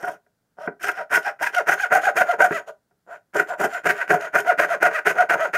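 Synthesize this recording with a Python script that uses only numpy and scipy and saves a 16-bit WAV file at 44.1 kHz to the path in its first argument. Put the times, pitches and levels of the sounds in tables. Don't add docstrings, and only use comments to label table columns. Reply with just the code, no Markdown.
import sys
import numpy as np
from scipy import signal
from scipy.fft import rfft, irfft
from scipy.io import wavfile
from scipy.ndimage import uniform_filter1d, minimum_filter1d

SR = 44100
rng = np.random.default_rng(int(sys.argv[2]) if len(sys.argv) > 2 else 0)


def store_wav(level_fs):
    pcm = np.round(np.clip(np.atleast_2d(level_fs), -1, 1) * 32767)
    wavfile.write(sys.argv[1], SR, pcm.T.astype(np.int16))


N = 245681
TIME = np.arange(N) / SR
FFT_SIZE = 8192
BINS = np.maximum(np.arange(FFT_SIZE // 2 + 1) * SR / FFT_SIZE, 1)

# [mid-stroke t/s, length/s, top tooth rate f/Hz, roughness 0-1, first bite level/dB,
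# second bite level/dB, shudder re bite level/dB, fibre hiss level/dB, sharpness of contact/dB]
CUT_STROKES = [(0.068, 0.22, 730.6, .7, -32, -29, -16.5, -46.5, -5.5),
               (0.868, 0.15, 801.7, 0.9, -24, -22, -15.5, -37, 12.5),
               (1.151, 0.115, 850, 1.1, -22.5, -18, -17, -34, 7.5),
               (1.451, 0.125, 1035, 0.4, -14, -25.5, -25, -36.5, 8),
               (1.712, 0.115, 846, .5, -10.5, -18, -17, -33, 8.5),
               (1.952, 0.115, 798, 0.49, -10, -15, -41, -35.5, 2),
               (2.196, 0.115, 761.4, .5, -10, -19, -20, -37, 1),
               (2.434, 0.115, 776, .3, -10.5, -16.5, -30, -34.5, -1.5),
               (3.385, 0.11, 780.7, 0.7, -16, -18, -7, -38.5, 6.5),
               (3.63, 0.115, 785.2, 1, -20.5, -16, -5, -37.5, -0.5),
               (3.887, 0.11, 754.7, 0.63, -12.5, -15.5, -12.5, -37.5, 2.5),
               (4.13, 0.11, 750.5, .6, -12, -17.5, -6.5, -39, -2.5),
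               (4.377, 0.11, 767, 0.7, -15, -19.5, -11, -36.5, 2),
               (4.62, 0.105, 733.7, .6, -10.5, -17, -26, -39.5, 0),
               (4.85, 0.105, 728.4, 0.4, -11.5, -15.5, -17.5, -39, -3),
               (5.09, 0.09, 785, .7, -15, -22, -9.5, -35.5, 11.5),
               (5.328, 0.081, 778.4, 0.7, -12, -21.5, -23, -37, 5.5),
               (5.57, 0.1, 731, 0, -15, -27, -17, -39, 9.5)]
# [mid-stroke t/s, length/s, top tooth rate f/Hz, roughness 0-1, pressure level/dB,
# fibre hiss level/dB, sharpness of contact/dB]
RETURN_STROKES = [(0.636, 0.15, 659, 0.3, -37.5, -55, -16), (0.987, 0.14, 777, 0.7, -28.5, -48.5, -7),
                  (1.269, 0.12, 837, 0.5, -25, -40.5, -7), (1.574, 0.12, 728, .2, -20, -36.5, -2),
                  (1.82, 0.135, 833, 0, -22.5, -36.5, 4), (2.061, 0.13, 830, .3, -20, -35, -10),
                  (2.303, 0.125, 709.7, 0.2, -19.5, -41.5, -7), (2.551, 0.15, 668, 0.01, -25, -40, 4.5),
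                  (2.688, 0.06, 661, 0.68, -42.5, -50.5, -22.5), (3.128, 0.14, 701, .5, -40.5, -58.5, -13),
                  (3.509, 0.11, 712, 0.8, -30, -46, -5.5), (3.747, 0.15, 713, 0.5, -26, -43, 7),
                  (3.99, 0.17, 690, 0.53, -25.5, -47, 1.5), (4.237, 0.135, 680.6, .5, -23, -44, -2),
                  (4.49, 0.115, 729.6, .1, -18, -43, -0.5), (4.721, 0.125, 700, 0.4, -20.5, -41.5, 2),
                  (4.955, 0.135, 642.4, 0.2, -21, -45.5, 6.5), (5.199, 0.125, 729.5, 0.3, -18, -40.5, -1.5),
                  (5.428, 0.16, 662, 0.28, -19, -42, -3)]


def undb(db):
    return 10 ** (np.asarray(db) / 20)


def unit(x):
    return x / np.sqrt(np.mean(x ** 2))


def slope(points):
    hz, db = np.transpose(points)
    return undb(np.interp(np.log(BINS), np.log(hz), db)) ** 2


def resonances(modes):
    power = 0
    for hz, width, db in modes:
        detuning = hz / width * (BINS / hz - hz / BINS)
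        power = power + undb(db) ** 2 / (1 + detuning ** 2) ** 2
    return power


def ring(x, power):
    cepstrum = irfft(np.log(power))
    cepstrum[FFT_SIZE // 2:] = 0
    cepstrum[0] /= 2
    response = irfft(np.exp(rfft(cepstrum)))
    return signal.fftconvolve(x, response / np.linalg.norm(response))[:N]


def lowpass(x, hz):
    return signal.sosfiltfilt(signal.butter(2, hz, fs=SR, output="sos"), x)


def flicker(rate):
    return np.interp(TIME * rate, np.arange(N), rng.standard_normal(N))


def swell(s, width):
    out = np.zeros(N)
    near = np.abs(TIME - s) < 5 * width
    out[near] = np.exp(-((TIME[near] - s) / width) ** 2 / 2)
    return out


def air():
    # [f/Hz, relative level/dB]
    air_tone = [(25, -14), (70, -4.5), (170, 2), (350, -7), (700, -8.5), (1100, -15.5), (1500, -11.5),
                (2500, -24), (5000, -22.5), (15000, -25.5)]
    return undb(-73.5) * ring(rng.standard_normal(N), slope(air_tone))


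def teeth(mid, length, top_hz, rough, scatter_db=4.0, count=121):
    jitter = 0.17
    least_rough = 0.15
    chatter = 0.45
    early, size = rng.standard_normal((count, 2)).T
    spacing = np.pi / (top_hz * length)
    travel = (np.arange(count) - count // 2) * spacing
    skipping = chatter * np.clip(-2 * travel, 0, 2)
    rough = np.maximum(max(rough, least_rough), skipping)
    travel = travel + jitter * rough * early * spacing
    passing = np.abs(travel) < 1
    at = (mid + length / np.pi * np.arcsin(travel[passing])) * SR
    size = unit(undb(scatter_db * rough * size)[passing]) * np.sqrt(SR / top_hz)
    index = np.floor(at).astype(int)
    clicks = np.zeros(N + 2)
    np.add.at(clicks, np.clip(index, 0, N + 1), size * (1 - at % 1))
    np.add.at(clicks, np.clip(index + 1, 0, N + 1), size * (at % 1))
    return clicks[1:-1]


def strokes(table, force_db, rub_power, hiss_power, crumble_db, skim, skim_hz=560):
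    clicks, rub, hiss, pace = np.zeros((4, N))
    crumbs = rng.standard_normal(N)
    crumbs = crumbs - lowpass(crumbs, 1200)
    for (mid, length, top_hz, rough, *_, hiss_db, _), rub_db in zip(table, force_db):
        rough = np.clip(rough, 0, 1)
        during = np.abs(TIME - mid) < length / 2
        speed = np.abs(np.cos(np.pi * (TIME[during] - mid) / length))
        clicks += teeth(mid, length, top_hz, rough)
        clicks[during] += undb(crumble_db) * rough * crumbs[during]
        rub[during] += undb(rub_db) * speed ** rub_power
        hiss[during] += undb(hiss_db) * speed ** hiss_power
        pace[during] = speed
    clicks = clicks - skim * pace ** 2 * lowpass(clicks, skim_hz)
    return clicks, rub, hiss


def bites():
    first_lead_s, first_width_s = 0.022, 0.0084
    second_lag_s, second_width_s = 0.016, 0.01
    drag_lag_s, drag_width_s, drag_db = 0.016, 0.019, -3
    force, shudder = np.zeros((2, N))
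    for mid, _, _, _, first_db, second_db, shudder_db, _, _ in CUT_STROKES:
        first = undb(first_db) * swell(mid - first_lead_s, first_width_s)
        second = undb(second_db) * swell(mid + second_lag_s, second_width_s)
        dig = first + second
        force += dig
        shudder += undb(shudder_db) * dig
    for mid, _, _, _, pressure_db, _, _ in RETURN_STROKES:
        force += undb(pressure_db + drag_db) * swell(mid + drag_lag_s, drag_width_s)
    return force, shudder


def contact(x, split_hz=1250, wander_db=7.0):
    rows = np.array(sorted((row[0], row[-1]) for row in list(CUT_STROKES) + list(RETURN_STROKES)))
    sharp_db = np.interp(TIME, rows[:, 0], rows[:, -1]) + wander_db * flicker(70)
    low = lowpass(x, split_hz)
    return low * undb(-sharp_db / 2) + (x - low) * undb(sharp_db / 2)


def patchy(x, depth_db, low_hz, high_hz, rate=22, count=6):
    edges_hz = np.geomspace(low_hz, min(high_hz, 0.4 * SR), count)
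    below = [0] + [lowpass(x, hz) for hz in edges_hz] + [x]
    return sum((upper - lower) * undb(depth_db * flicker(rate)) for lower, upper in zip(below, below[1:]))


def board(drive, jolts):
    # [f/Hz, width/Hz, relative level/dB]
    board_modes = [(167, 77, -11), (267, 60, -24), (378, 20, -24.5), (422, 81, -8), (450, 38, -10.5),
                   (595, 81, -2.5), (665.3, 45, -1), (718.3, 56, 0.5), (787, 34, -4), (949.7, 73, -5.5),
                   (1042, 27, -13.5), (1288, 260, -11.5), (1383, 85, -10), (1451, 133, -2),
                   (1530, 203, -1.5), (1720, 150, -14), (1921, 197, -9), (2120, 250, -19),
                   (2413, 324, -19.5), (2814, 110, -26)]
    # [f/Hz, relative level/dB]
    board_base = [(30, -67), (80, -36), (200, -27.5), (520, -12.5), (1100, -16), (2500, -24), (3500, -48),
                  (5000, -42.5), (12000, -49.5)]
    plucked = patchy(contact(drive), depth_db=3.5, low_hz=456, high_hz=2200)
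    return ring(plucked + jolts, resonances(board_modes) + slope(board_base))


def clamped_sway(push):
    # [f/Hz, width/Hz, relative level/dB]
    sway_modes = [(73.5, 28, -21.5), (116.3, 54, -14), (171, 27, -8.5), (260.5, 96, -12.5), (360, 58, -1),
                  (411.7, 38.4, 6.5)]
    return ring(push, resonances(sway_modes))


def frame(clicks, low_hz=260, high_hz=680):
    return signal.sosfilt(signal.butter(3, [low_hz, high_hz], "band", fs=SR, output="sos"), clicks)


def fibres(clicks, spectrum, snap_s, steady, grain_db):
    keep = np.exp(-1 / (snap_s * SR))
    bursts = unit(signal.lfilter([1], [1, -keep], np.abs(clicks)))
    grain = undb(grain_db * flicker(250))
    hiss = (steady + bursts) * grain * rng.standard_normal(N)
    return ring(unit(hiss), slope(spectrum))


def blade(width_hz=420):
    # [t/s, f/Hz]
    blade_song = [(0, 5672), (.9, 5310), (1.5, 5454), (1.85, 6700), (2.6, 6735), (3.1, 7140), (3.5, 7340),
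                  (3.9, 7050), (4.4, 6380), (5.5, 6500)]
    hz = np.interp(TIME, *np.transpose(blade_song))
    band = lowpass(rng.standard_normal(N) + 1j * rng.standard_normal(N), width_hz)
    return unit(np.real(band * np.exp(2j * np.pi * np.cumsum(hz) / SR)))


def bench(x, echo_db=-10, lags_s=(0.0019, 0.0043)):
    return x + undb(echo_db) * sum(np.interp(TIME - lag, TIME, x, left=0) for lag in lags_s)


def knocks(soft_hz=2600, rattle_hz=900, rattle_db=-14, rattle_s=0.026):
    # [t/s, level of the jolt/dB, decay/s]
    knock_times = [(0.029, -27, 0.0088), (0.264, -55.5, 0.0055), (.675, -16, 0.0066), (2.508, -9, 0.0023),
                   (2.911, -58.5, 0.0094)]
    jolt, rattle = np.zeros((2, N))
    for s, db, decay in knock_times:
        age = np.abs(TIME - s)
        started = TIME >= s
        jolt += undb(db) * started * np.exp(-age / decay)
        rattle += undb(db + rattle_db) * started * np.exp(-age / rattle_s)
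    noise = rng.standard_normal(N)
    return lowpass(jolt * noise, soft_hz) + lowpass(rattle * noise, rattle_hz)


def workshop(x, wet_db=-13, t60_low=0.17, t60_high=0.12, split_hz=900, delay_s=0.018, size=22050):
    t = np.arange(size) / SR
    low_pass = signal.butter(2, split_hz, fs=SR, output="sos")
    high_pass = signal.butter(2, split_hz, "high", fs=SR, output="sos")
    low = signal.sosfilt(low_pass, rng.standard_normal(size)) * np.exp(-np.log(1000) * t / t60_low)
    high = signal.sosfilt(high_pass, rng.standard_normal(size)) * np.exp(-np.log(1000) * t / t60_high)
    tail = (low + high) * (1 - np.exp(-t / delay_s))
    return x + undb(wet_db) * signal.fftconvolve(x, tail / np.linalg.norm(tail))[:N]


def scene():
    # [f/Hz, relative level/dB]
    tear_tone = [(1500, -7), (3000, 6.5), (4000, -9), (5300, -2), (6500, 2.5), (7900, -4.5), (8800, 0.5),
                 (10300, -5.5), (12200, -1.5), (14000, -4.5), (15500, -16)]
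    # [f/Hz, relative level/dB]
    slide_tone = [(1500, -9.5), (3000, 6.5), (3800, -6), (5300, -6), (6800, -4.5), (7900, -11), (9200, -7),
                  (10800, -11.5), (12500, -9.5), (14000, -11.5), (15500, -26)]

    cut_rub_db = np.array([(row[4] + row[5]) / 2 for row in CUT_STROKES]) - 8.5
    back_rub_db = np.array([row[4] for row in RETURN_STROKES]) - 3
    cut, cut_rub, cut_hiss = strokes(CUT_STROKES, cut_rub_db, rub_power=0.63, hiss_power=1.6,
                                     crumble_db=-2.5, skim=0.18)
    back, back_rub, back_hiss = strokes(RETURN_STROKES, back_rub_db, rub_power=1.2, hiss_power=1.9,
                                        crumble_db=-13.5, skim=0.53)
    force, shudder = bites()
    clicks = cut + back
    jolts = knocks()

    catch = undb(2.84 * flicker(140))
    drive = (cut * cut_rub + back * back_rub + clicks * force) * catch
    wood = board(drive, jolts)
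    push = clicks * shudder * undb(6.5) + cut * cut_rub * undb(-12.5) + jolts * undb(-7.5)
    sway = clamped_sway(push)
    hum = frame(back * back_rub) + frame(cut * (cut_rub + force)) * undb(-3.0)

    tear_level = cut_hiss * (undb(-7.5) + undb(7.5) * force)
    tear = fibres(cut, tear_tone, snap_s=0.0019, steady=1.4, grain_db=4.5) * tear_level
    slide = fibres(back, slide_tone, snap_s=0.00038, steady=9.9, grain_db=4.0) * back_hiss * undb(-4)
    hiss = bench(patchy(tear + slide, depth_db=1.0, low_hz=3500, high_hz=11000))
    steel = blade() * (tear_level * undb(-5.5) + back_hiss * undb(-10))

    saw = undb(-2.5) * wood + sway + hum + hiss + steel
    return (workshop(saw) + air())[None]


def record(dry, ceiling=1.0, size=221):
    top_hz = 15700
    room_left = np.minimum(1, ceiling / (np.abs(dry) + 1e-9))
    gain = uniform_filter1d(minimum_filter1d(room_left, size), size)
    return signal.sosfilt(signal.ellip(10, 0.2, 80, top_hz, fs=SR, output="sos"), dry * gain)


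dry = scene()
out = record(dry)
store_wav(out)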